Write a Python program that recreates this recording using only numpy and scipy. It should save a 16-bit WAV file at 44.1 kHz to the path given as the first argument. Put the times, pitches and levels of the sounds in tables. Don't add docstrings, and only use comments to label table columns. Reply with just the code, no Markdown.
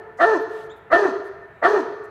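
import sys
import numpy as np
from scipy import signal
from scipy.io import wavfile
from scipy.ndimage import uniform_filter1d

SR = 44100
rng = np.random.default_rng(int(sys.argv[2]) if len(sys.argv) > 2 else 0)


def waveform_to_disk(signal):
    frames = np.transpose(np.atleast_2d(signal))
    scaled = np.clip(frames, -1, 1) * 32767
    samples = np.round(scaled).astype(np.int16)
    wavfile.write(sys.argv[1], SR, samples)


def gain_from_db(level_db):
    decades = np.asarray(level_db, float) / 20
    return 10 ** decades


N = 92610
LEAD_S = .7


def evened(x):
    return x / np.sqrt(np.mean(x ** 2) + 1e-20)


def noise(length):
    return rng.standard_normal(N // 4)[:length]


def wander(length, size):
    drift = uniform_filter1d(rng.standard_normal(N // 4), size)
    return evened(uniform_filter1d(drift, size))[:length]


def resonate(x, hz, width):
    turn = np.exp(2j * np.pi * np.cumsum(hz * np.ones(len(x))) / SR)
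    r = np.exp(-np.pi * width / SR)
    return 2 * (turn * signal.lfilter([(1 - r) ** 2], [1, -2 * r, r * r], x / turn)).real


def read(points, hz):
    f, value = np.transpose(points)
    return np.interp(np.log(hz + 1), np.log(f + 1), value)


def follow(rows):
    s, *columns = np.transpose(rows)
    t = np.arange(s[0], s[-1], 1 / SR)
    return s[0], [np.interp(t, s, c) for c in columns]


def add(mix, s, sound):
    part = mix[round((s + LEAD_S) * SR):][:len(sound)]
    part += sound[:len(part)]


# (t/s, pitch f/Hz, effort level/dB, mouth opening/0-1)
BARKS = [
    [(.184, 250, -45, .7), (.2, 290, -24, .8), (.22, 345, -14, 1.), (.245, 355, -12, .9),
     (.262, 435, -18, .3), (.3, 445, -17, .25), (.33, 425, -19, .15), (.358, 345, -20, .0),
     (.41, 180, -44, .0)],
    [(.9, 220, -48, .7), (.915, 290, -22, .8), (.93, 342, -13, 1.), (.955, 355, -11, .9),
     (.98, 420, -21, .3), (1.02, 400, -21, .2), (1.058, 385, -17, .2), (1.08, 305, -28, .0),
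     (1.135, 180, -43, .0)],
    [(1.615, 240, -46, .7), (1.63, 290, -22, .8), (1.65, 330, -14, 1.), (1.665, 355, -12, .9),
     (1.69, 420, -21, .3), (1.74, 425, -21, .2), (1.775, 385, -18, .2), (1.797, 310, -28, .0),
     (1.85, 185, -43, .0)],
]
ROUGH = (.17, .25, .32)
THROB = (0.061, 0.68, 0.48)


def bark(rows, steady, throb, whistle_row):
    start, (hz, effort_db, mouth) = follow(rows)
    t = np.arange(len(hz)) / SR
    rough = steady + .41 * np.exp(-t / .033)
    turns = np.cumsum(hz * (1 + .1116 * rough * wander(len(t), size=120))) / SR
    gate = .13 + np.exp(-(turns % 1) / .53)
    puffs = evened(gate * noise(len(t)))
    build = np.sin(np.pi / 2 * np.minimum(t / .041, 1)) ** 2

    voice = build * chest(turns, mouth, throb) + throat(folds(turns, puffs, rough), mouth)
    voice = voice / np.sqrt(uniform_filter1d(voice ** 2, size=2200) + 1e-9)
    voice += whistle(t, *whistle_row) + crack(t, puffs)
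    air_db = effort_db.max() - 6.5 - 74.5 * t
    whole = gain_from_db(effort_db) * voice + build ** 2 * gain_from_db(air_db) * air(gate, mouth)

    ends = np.clip(np.minimum(t / .002, (t[-1] - t) / .04), 0, 1)
    return start, ends * signal.sosfilt(signal.butter(3, 140, "high", fs=SR, output="sos"), whole)


def folds(turns, puffs, rough):
    harmonics = sum(np.cos(2 * np.pi * k * turns) for k in range(2, 14))
    return (1 - rough) * harmonics + rough * gain_from_db(2.5) * 7 * puffs


def chest(turns, mouth, throb):
    t = np.arange(len(turns)) / SR
    beat = 1 + throb * np.sin(2 * np.pi * 33.72 * (t + .0033 * wander(len(t), size=900)))
    return gain_from_db(np.interp(mouth, (0, 1), (2.5, -9.5))) * beat * np.cos(2 * np.pi * turns)


# (f/Hz, width f/Hz, level shut/dB, level open/dB)
THROAT = [(488, 120, -25.5, -7.5), (945, 197, 1, -4.5), (1118, 63, -11.5, -1), (1269, 355, -10, 0.5),
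          (1775, 276, -9, -9), (1948, 53, -38, -4.5), (2374, 660, -27.5, -43)]


def throat(drive, mouth):
    jaw_hz = np.interp(mouth, (0, 1), (640, 700))
    voice = gain_from_db(np.interp(mouth, (0, 1), (2.5, 6))) * resonate(drive, jaw_hz, width=150)
    for k, (f, width, shut_db, open_db) in enumerate(THROAT):
        level_db = shut_db + (open_db - shut_db) * mouth
        voice -= (-1) ** k * gain_from_db(level_db) * resonate(drive, f, width)
    return voice


# (middle t/s after the start, half length t/s, level/dB)
WHISTLES = [(.056, .016, -4), (.058, .022, -1), (.047, .013, -5)]


def whistle(t, middle, half, level_db):
    tone = np.cos(2 * np.pi * np.cumsum(1792 * (1 + .006 * wander(len(t), size=300))) / SR)
    return gain_from_db(level_db) * np.exp(-((t - middle) / half) ** 4) * tone


def crack(t, puffs):
    return gain_from_db(-12.5) * np.exp(-(t / .036) ** 2) * evened(resonate(puffs, 1986, width=138))


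# (f/Hz, width f/Hz, level shut/dB, level open/dB)
AIR = [(2990, 1700, -28.5, -18), (4240, 690, -27, -25), (5400, 3000, -25, -37), (6160, 730, -30, -38),
       (8600, 1600, -43, -40.5), (13000, 4100, -49, -48.5)]


def air(gate, mouth):
    total = np.zeros(len(gate))
    for f, width, shut_db, open_db in AIR:
        hiss = evened(resonate(gate * noise(len(gate)), f, width))
        total += gain_from_db(shut_db + (open_db - shut_db) * mouth) * hiss
    return total


# (delay t/s, level/dB)
SLAPS = [(0.013, -17.5), (0.029, -13), (0.108, -15.5), (0.202, -33)]


def wall_slaps(x):
    slaps = np.zeros(SR // 2)
    for delay, db in SLAPS:
        slaps[round(delay * SR) + np.array([0, 61, 173])] += gain_from_db(db) * np.array([.8, -.45, .35])
    slaps = signal.lfilter(*signal.butter(1, (330, 3500), "band", fs=SR), slaps)
    return signal.fftconvolve(x, slaps)[:len(x)]


def hall(x):
    turn = np.pi * 5 * np.arange(len(x)) / SR
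    wet = wall_slaps(x)
    for k in range(3):
        facing = np.cos(turn + k * np.pi / 3) * np.sqrt(2 / 3)
        wet += signal.fftconvolve(x * facing, tail())[:len(x)]
    return wet


# (f/Hz, t60 t/s)
HALL = [(150, 0.79), (300, 0.76), (430, 1.18), (700, 1.175), (1000, 1.25), (1800, 1.45), (2400, 0.68),
        (4000, 0.91), (9000, 0.7), (15000, 1.05)]
# (f/Hz, level/dB)
HALL_TONE = [(150, -15.5), (310, -5.5), (430, 5.5), (690, -6.5), (900, -2), (1900, -6), (2400, 5),
             (15000, -1.5)]


def tail():
    taps = np.zeros(2 * SR)
    at = np.arange(400, 2 * SR - 20, 20)
    taps[at + rng.integers(0, 20, len(at))] = rng.choice([-1., 1.], len(at))
    hz, t, z = signal.stft(taps, SR, nperseg=1024)
    decay_db = -60 * t / np.maximum(read(HALL, hz), .1)[:, None]
    z = z * gain_from_db(decay_db + read(HALL_TONE, hz)[:, None])
    swell = 1 - np.exp(-np.arange(2 * SR) / SR / .0081)
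    out = signal.istft(z, SR, nperseg=1024)[1][:2 * SR] * swell
    return gain_from_db(-10) * out / np.linalg.norm(out)


# (t/s, pitch f/Hz, level/dB)
SQUEAKS = [
    [(.694, 3150, -66), (.702, 3350, -54), (.72, 3650, -53), (.735, 3700, -62), (.76, 3650, -68),
     (.79, 3600, -80)],
    [(1.48, 3850, -88), (1.55, 3800, -78), (1.61, 3750, -78), (1.63, 3700, -88)],
]


def squeak(rows):
    start, (hz, level_db) = follow(rows)
    turns = np.cumsum(hz * (1 + .04 * wander(len(hz), size=60))) / SR
    octave_db = -12 + .6 * (level_db - level_db.max())
    tone = np.sin(2 * np.pi * turns) + gain_from_db(octave_db) * np.sin(4 * np.pi * turns)
    return start, gain_from_db(level_db) * tone


# (start t/s, length t/s, level/dB, centre f/Hz, width f/Hz)
SCUFFS = [
    (0.402, 0.034, -68, 13000, 6400),
    (0.486, 0.19, -67, 4923, 12000),
    (.757, 0.037, -76.5, 11400, 8050),
    (1.239, 0.051, -72, 9400, 9000),
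    (2.033, 0.031, -71, 7000, 10400),
    (0.171, 0.042, -65, 6070, 5000),
    (0.498, 0.15, -60.5, 2800, 2500),
]


def scuff(start, length, level_db, hz, width):
    t = np.arange(0, length, 1 / SR)
    grit = noise(len(t)) * gain_from_db(.83 * wander(len(t), size=150))
    return start, gain_from_db(level_db) * np.sin(np.pi * t / length) ** .4 * evened(resonate(grit, hz, width))


# (f/Hz, level/dB per Hz)
HUM = [(25, -31), (55, -8.5), (120, -4), (220, -13), (500, -10.5), (2000, -16), (5000, -49), (15500, -52)]


def hum():
    frames, hz = N // 512 + 5, np.fft.rfftfreq(2048, 1 / SR)
    a, b, patches = rng.standard_normal((frames, 1025, 3)).T
    patches = uniform_filter1d(patches, size=8, axis=0)
    patches = evened(uniform_filter1d(patches, size=6, axis=1))
    z = (a + 1j * b) * gain_from_db(read(HUM, hz)[:, None] + .89 * patches)
    return gain_from_db(-55) * evened(signal.istft(z, nperseg=2048, noverlap=1536)[1][:N])


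def scene():
    dog, shoes = np.zeros((2, N + round(LEAD_S * SR)))
    for row in zip(BARKS, ROUGH, THROB, WHISTLES):
        add(dog, *bark(*row))
    start, sound = bark(BARKS[0], ROUGH[0], THROB[0], WHISTLES[0])
    add(dog, start - .72, gain_from_db(2.5) * sound)
    for rows in SQUEAKS:
        add(shoes, *squeak(rows))
    for row in SCUFFS:
        add(shoes, *scuff(*row))
    wet = hall(dog + gain_from_db(-4) * shoes)
    return ((dog + shoes + wet)[-N:] + hum())[None]


def band_limit(x):
    return signal.sosfilt(signal.butter(12, 15710, fs=SR, output="sos"), x)


def record(dry):
    duck_from_db, duck_share, recover_db_per_s = -27, .18, 49
    power_db = 10 * np.log10(abs(uniform_filter1d(dry[0] ** 2, size=800)) + 1e-12)
    fall = np.arange(N) * recover_db_per_s / SR
    held_db = np.maximum.accumulate(power_db + fall) - fall
    over_db = np.maximum(held_db - duck_from_db, 0)
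    ducked = dry * gain_from_db(4 - duck_share * uniform_filter1d(over_db, size=1500))
    limit, lopsided = 1.1, .04
    bent = limit * np.tanh(ducked / limit) + lopsided * ducked ** 4
    mix = signal.lfilter([1, -1], [1, -.997], bent)
    return band_limit(mix)


dry = scene()
out = record(dry)
waveform_to_disk(out)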